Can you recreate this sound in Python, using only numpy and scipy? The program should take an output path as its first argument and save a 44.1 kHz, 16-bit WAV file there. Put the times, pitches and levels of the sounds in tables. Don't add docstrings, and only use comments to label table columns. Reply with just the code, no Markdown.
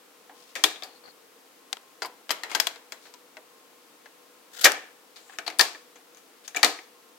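import sys
import numpy as np
from scipy import signal
from scipy.fft import rfft, irfft
from scipy.io import wavfile
from scipy.ndimage import uniform_filter1d, minimum_filter1d

SR = 44100
rng = np.random.default_rng(int(sys.argv[2]) if len(sys.argv) > 2 else 0)


def master(y):
    cut = np.clip(np.atleast_2d(y).T, -1, 1)
    pcm = np.round(cut * 32767)
    wavfile.write(sys.argv[1], SR, pcm.astype(np.int16))


N = 316638
BLOW_SAMPLES = 16384


def undb(db):
    return 10 ** (np.asarray(db) / 20)


def unit_rms(x):
    return x / np.sqrt(np.mean(x ** 2, axis=-1, keepdims=True))


def decay(t, t60_s):
    return np.exp(-np.log(1000) * t / max(t60_s, 1e-3))


def bandpass(low_hz, high_hz, size, order=3):
    b, a = signal.butter(order, [low_hz, min(high_hz, .49 * SR)], "band", fs=SR)
    return rfft(b, size) / rfft(a, size)


def resonance(hz, width_hz, size=BLOW_SAMPLES):
    f = np.fft.rfftfreq(size, 1 / SR)
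    return 1j * f * width_hz / (hz ** 2 - f ** 2 + 1j * f * width_hz)


def resonate(x, hz, width_hz):
    return irfft(rfft(x) * resonance(hz, width_hz, x.shape[-1]) ** 2, x.shape[-1])


def colour(x, points):
    hz, db = np.transpose(points)
    f = np.fft.rfftfreq(x.shape[-1], 1 / SR)
    return irfft(rfft(x) * undb(np.interp(np.log(f + 1), np.log(hz), db)), x.shape[-1])


def stereo_noise(size, spread):
    left, other = rng.standard_normal((2, size))
    return np.array([left, np.sqrt(1 - spread) * left + np.sqrt(spread) * other])


def add(out, start_s, sound):
    i = int(start_s * SR)
    out[:, i:i + sound.shape[-1]] += sound[..., :N - i]


# freq_hz, gain_db
AIR_SPECTRUM = [(18, -67), (30, -48), (75, -44), (152, -22), (292, -6), (379, -10.5), (479, -3),
                (561, -11.5), (1050, -12), (1140, -11.5), (1260, -12), (1360, -12.5), (1510, -15.5),
                (2910, -17.5), (15500, -25.5)]
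# pitch_hz, level_db
HUM_TONES = [(489.9, -68.5), (1061, -74)]

def background(air_db=-57.5, whine_hz=11450, whine_db=-77, pan_db=1.22):
    mid, side, hiss = rng.standard_normal((3, N))
    hiss = irfft(rfft(hiss) * bandpass(900, SR / 2, N, order=1), N)
    side = undb(-8) * side + undb(-2) * hiss
    mid, side = colour(np.array([mid, side]), AIR_SPECTRUM)
    air = np.array([mid + side, mid - side]) / np.std(mid) * undb(air_db)
    hum = sum(undb(db) * unit_rms(resonate(rng.standard_normal(N), hz, width_hz=5))
              for hz, db in HUM_TONES)
    whine = undb(whine_db) * unit_rms(np.sin(2 * np.pi * whine_hz * np.arange(N) / SR))
    return (air + hum + whine) * undb([[pan_db], [-pan_db]])


def friction(size, slips_per_s=2200, scatter_db=4, slip_s=0.0025):
    slips = (rng.random(size) < slips_per_s / SR) * undb(scatter_db * rng.standard_normal(size))
    envelope = signal.lfilter([1], [1, -np.exp(-1 / (slip_s * SR))], slips)
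    return unit_rms(stereo_noise(size, spread=1) * envelope)


# start_s, length_s, level_db, centre_hz, width_hz
LIGHT_RUBS = [(0.32, 0.25, -56, 4230, 5170), (0.849, 0.16, -57.5, 4400, 400),
              (1.028, 0.1, -51.5, 4420, 450), (1.027, 0.077, -49.5, 690, 1410),
              (2.483, 0.11, -38, 1610, 4500), (2.991, 0.13, -56.5, 4370, 4500),
              (5.182, 0.21, -58, 7340, 1700), (5.272, 0.11, -51.5, 1520, 2940),
              (6.434, 0.044, -50.5, 3480, 5000)]

def rubs():
    out = np.zeros((2, N))
    for start_s, length_s, level_db, centre_hz, width_hz in LIGHT_RUBS:
        size = int(length_s * SR)
        rub = unit_rms(resonate(friction(size), centre_hz, width_hz))
        add(out, start_s, rub * signal.windows.tukey(size) * undb(level_db))
    return out


# freq_hz, gain_db
SLIDE_SPECTRUM = [(100, -26.5), (300, -15), (700, 1.5), (1100, -13), (1400, 6.5), (1850, 4), (2500, -6),
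                  (3500, 4), (5000, 0), (7500, 0.5), (9500, -7.5), (11200, -9), (15000, -7.5)]

def cassette_slide(start_s=4.5165, start_db=-50.5, swell_db_per_s=178):
    t = np.arange(N) / SR
    landing_s = CORNER_HITS[0][0]
    sliding = (t > start_s) & (t < landing_s)
    swell = sliding * undb(start_db + swell_db_per_s * (t - start_s) * sliding)
    scrape = colour(friction(N, slips_per_s=1100, scatter_db=5), SLIDE_SPECTRUM)
    return unit_rms(scrape) * swell


# thump, clack, snap, tick.
# low_hz, high_hz, ring_ratio, right_db, spread
BLOW_BANDS = [(290, 1010, 2.1, 1.5, 0.04), (724, 3050, 0.91, -6, 0.47), (2480, 7550, 0.74, -16, .55),
              (6650, 14660, 0.75, -7.5, 0.93)]
# early_db, late_db, late_t60_s, spread
ROOM_BANDS = [(-14.5, -13, 0.39, 0.11), (-12, -27, 0.42, 0.98), (-19, -32.5, 0.36, 1),
              (-18, -26.5, 0.23, 1)]

def blow(responses, parts, levels_db, ring_s, room_db, early_t60_s=0.077, room_right_db=-3.5):
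    t = np.arange(BLOW_SAMPLES) / SR
    attack = t < .014
    out = 0
    for level_db, response, band, room in zip(levels_db, responses, BLOW_BANDS, ROOM_BANDS):
        _, _, ring_ratio, right_db, spread = band
        early_db, late_db, late_t60_s, room_spread = room
        ring = decay(t, ring_s * ring_ratio) * (1 - np.exp(-t / 0.00005))
        early = undb(early_db) * decay(t, early_t60_s) * (1 - np.exp(-t / 0.0095))
        late = undb(late_db) * decay(t, late_t60_s) * (1 - np.exp(-t / 0.01))
        tail = np.hypot(early, late)
        direct = irfft(rfft(stereo_noise(BLOW_SAMPLES, spread) * ring) * response * parts)
        echoes = irfft(rfft(stereo_noise(BLOW_SAMPLES, room_spread) * tail) * response * np.sqrt(parts))
        direct = unit_rms(direct) * np.linalg.norm(ring) * undb([[0], [right_db]])
        echoes = unit_rms(echoes) * np.linalg.norm(tail) * undb([[0], [room_right_db]])
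        sound = direct + echoes * undb(room_db)
        out = out + sound * undb(level_db) / np.std(sound[0, attack])
    return out


def band_levels(level_db, tilt_db_per_oct, part_hz, arch_db, pivot_hz=2450):
    centres_hz = np.array([np.sqrt(low * high) for low, high, *_ in BLOW_BANDS])
    tilt_db = tilt_db_per_oct * np.log2(centres_hz / pivot_hz)
    lift_db = 3 * np.exp(-(np.log2(centres_hz / part_hz) / 0.55) ** 2)
    return level_db + tilt_db + lift_db - arch_db * np.array([1, 0, 0, 1])


def strike(hits, modes, part_db, panel_db, q, bass_db, arch_db=12):
    body = 1 + sum((undb(db) - 1) * resonance(hz, width_hz) for hz, width_hz, db in modes)
    bands = [bandpass(low, high, BLOW_SAMPLES) for low, high, *_ in BLOW_BANDS]
    bands[0] += undb(bass_db) * bandpass(40, 270, BLOW_SAMPLES, order=1)
    responses = np.array(bands) * body
    out = np.zeros((2, N))
    for start_s, level_db, tilt, part_hz, panel_hz, ring_s, room_db in hits:
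        panel = (undb(panel_db) - 1) * resonance(panel_hz, panel_hz / q)
        clarity_db = 1.5 * np.log2(ring_s / 0.035)
        part = (undb(part_db + clarity_db) - 1) * resonance(part_hz, part_hz / q)
        levels_db = band_levels(level_db, tilt, part_hz, arch_db)
        add(out, start_s, blow(responses, 1 + panel + part, levels_db, ring_s, room_db))
    return out


# pitch_hz, width_hz, gain_db
DOOR_RESONANCES = [(309, 14, 8), (443, 70, 3.5), (578, 41, -5.5), (734, 100, 5), (953, 120, -2.5),
                   (1270, 68, 5), (1750, 210, 5.5), (1824, 190, 1), (2016, 90, -2), (2328, 160, 6),
                   (3610, 510, 3.5), (4670, 600, 1.5), (10040, 110, 6.5)]
# start_s, level_db, tilt_db_per_oct, part_hz, panel_hz, ring_s, room_db
NUDGE_HITS = [(0.5538, -34.5, 1.5, 1980, 570, 0.02, 19), (0.5585, -42, -3.5, 1630, 570, 0.018, -3),
              (0.823, -39.5, -3, 3550, 796, 0.026, 9), (0.834, -41.5, 4.5, 4600, 770, 0.059, 12),
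              (5.16, -49.5, 1.5, 4240, 500, 0.014, 19.5), (5.296, -54.5, -5, 1750, 800, 0.025, 2),
              (5.335, -55, -4, 1750, 800, 0.025, 4), (5.386, -33.5, 0, 1530, 680, 0.041, 7.5),
              (5.464, -36, 0.5, 4330, 680, 0.22, 0), (5.478, -30, -1.5, 4360, 725, 0.03, 4),
              (5.501, -40.5, 0, 2100, 1110, 0.033, 11), (5.587, -48.5, 12.5, 10000, 1100, 0.027, 7),
              (5.957, -52.5, -1.5, 6500, 465, 0.18, -1), (6.147, -58, 4, 6600, 407, 0.017, 8),
              (6.171, -56, 4.5, 6500, 470, 0.02, 14), (6.478, -40, 4.5, 6300, 490, 0.034, 9.5),
              (6.5465, -37.5, -2.5, 1860, 720, 0.029, 16), (6.562, -30.5, 0.7, 6900, 290, 0.047, 16.5),
              (6.567, -27.5, 1, 2350, 290, 0.044, 1)]

def door_nudges():
    return strike(NUDGE_HITS, DOOR_RESONANCES, part_db=16, panel_db=9.5, q=11, bass_db=-38)


# pitch_hz, width_hz, gain_db
SHELL_RESONANCES = [(452, 20, 3.7), (983, 110, 2.7), (1406, 82, 0.84), (1582, 300, 5.6), (2050, 410, 5.3),
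                    (3320, 220, 4.5), (4050, 310, 6.3), (4790, 350, 3.5), (7150, 180, 1.8), (11460, 90, 11),
                    (14800, 300, 5.2)]
# start_s, level_db, tilt_db_per_oct, part_hz, panel_hz, ring_s, room_db
SHELL_HITS = [(0.294, -63, -12, 1680, 800, 0.048, 8), (1.7287, -30.5, 2, 4460, 774, 0.018, -6),
              (1.7693, -46.5, -2, 3100, 1350, 0.015, -18), (2.02, -31.5, -3, 4670, 1370, 0.048, 5.5),
              (2.028, -39, 3, 4770, 790, 0.087, -2), (2.047, -37.5, -4, 4900, 1010, 0.09, 0),
              (2.057, -51.5, 10, 4800, 940, 0.073, -7), (2.293, -33.5, -1.5, 2900, 1230, 0.061, 2),
              (2.306, -24, 0.5, 3070, 1245, 0.03, 9), (2.3115, -30.5, 5, 12100, 1220, 0.053, 3),
              (2.4345, -32.5, -0.3, 940, 1860, 0.032, 10.5), (2.514, -36, -1.2, 2180, 706, 0.084, 6),
              (2.549, -21.5, 1.5, 845, 1590, 0.059, 9.5), (2.5997, -21, 3.5, 5200, 634, 0.033, 6),
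              (2.6695, -25.5, 2, 3360, 675, 0.029, 5), (2.758, -47.5, -2, 3600, 486, 0.045, 6),
              (2.921, -37, 1, 7400, 645, 0.045, 9.5), (3.053, -53, -2, 4400, 640, 0.041, 23),
              (3.139, -49.5, 2, 5700, 1000, 0.053, 3), (3.369, -47, -3.5, 1820, 630, 0.042, 4),
              (4.058, -51.5, -3, 1690, 450, 0.067, 4), (4.6125, -42, 9, 11100, 686, 0.1, 3),
              (4.7195, -33.5, 4, 9100, 1360, 0.0053, -7)]

def cassette_knocks():
    return strike(SHELL_HITS, SHELL_RESONANCES, part_db=9, panel_db=11.5, q=15, bass_db=-31)


# start_s, level_db, tilt_db_per_oct, part_hz, ring_s, room_db
CORNER_HITS = [(4.6428, -10, 1.5, 4800, 0.03, -0.5), (4.6446, -16, 11.5, 5780, 0.066, 3),
               (4.654, -8.5, -1.5, 1754, 0.049, 3), (4.6595, -21, 7, 14150, 0.08, 4.5),
               (4.662, -18, -2, 1584, 0.09, 11)]

def cassette_landing(panel_hz=570):
    hits = [(start_s, level_db, tilt, part_hz, panel_hz, ring_s, room_db)
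            for start_s, level_db, tilt, part_hz, ring_s, room_db in CORNER_HITS]
    return strike(hits, DOOR_RESONANCES, part_db=11, panel_db=12, q=9, bass_db=-25.5, arch_db=17)


# start_s, level_db, tilt_db_per_oct, hook_hz, door_hz, panel_hz, ring_s, rebound_db, settle_after_s
LATCHES = [(0.638, -17.5, 1.5, 3830, 3520, 428, 0.034, -24, 0.12),
           (5.594, -17.5, 0.4, 4580, 1750, 1090, 0.09, -0.5, 0.154),
           (6.63, -17, -0.3, 4360, 2000, 1190, 0.095, 0.5, 0.158)]

def latch_snaps():
    out = np.zeros((2, N))
    for start_s, level_db, tilt, hook_hz, door_hz, panel_hz, ring_s, rebound_db, after_s in LATCHES:
        # start_s, level_db, tilt_db_per_oct, part_hz, panel_hz, ring_s, room_db
        hook = (start_s, level_db, tilt + 3.5, hook_hz, panel_hz, 0.024, 5.5)
        frame = (start_s + 0.0025, level_db + 0.5, tilt - 0.5, door_hz, panel_hz, ring_s, 4.5)
        rebound = (start_s + 0.0157, level_db + rebound_db, tilt + 4.4, hook_hz, panel_hz, 0.018, 5.5)
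        settle = (start_s + after_s, level_db - 30, -4.5, door_hz, 594, 0.061, 0)
        for hit, arch_db in (hook, 14), (frame, 12), (rebound, 14), (settle, 14):
            out += strike([hit], DOOR_RESONANCES, part_db=14.5, panel_db=8, q=11,
                          bass_db=-29, arch_db=arch_db)
    return out


def scene(rubbing_right_db=-7):
    impacts = latch_snaps() + cassette_landing() + door_nudges() + cassette_knocks()
    rubbing = (cassette_slide() + rubs()) * undb([[0], [rubbing_right_db]])
    return impacts + rubbing + background()


def record(dry, window_samples=41, cutoff_hz=16200):
    gain = 1 / np.maximum(np.abs(dry), 1)
    gain = uniform_filter1d(minimum_filter1d(gain, window_samples), window_samples)
    lowpass = signal.ellip(8, .2, 60, cutoff_hz, fs=SR, output="sos")
    return signal.sosfilt(lowpass, dry * gain)


dry = scene()
out = record(dry)
master(out)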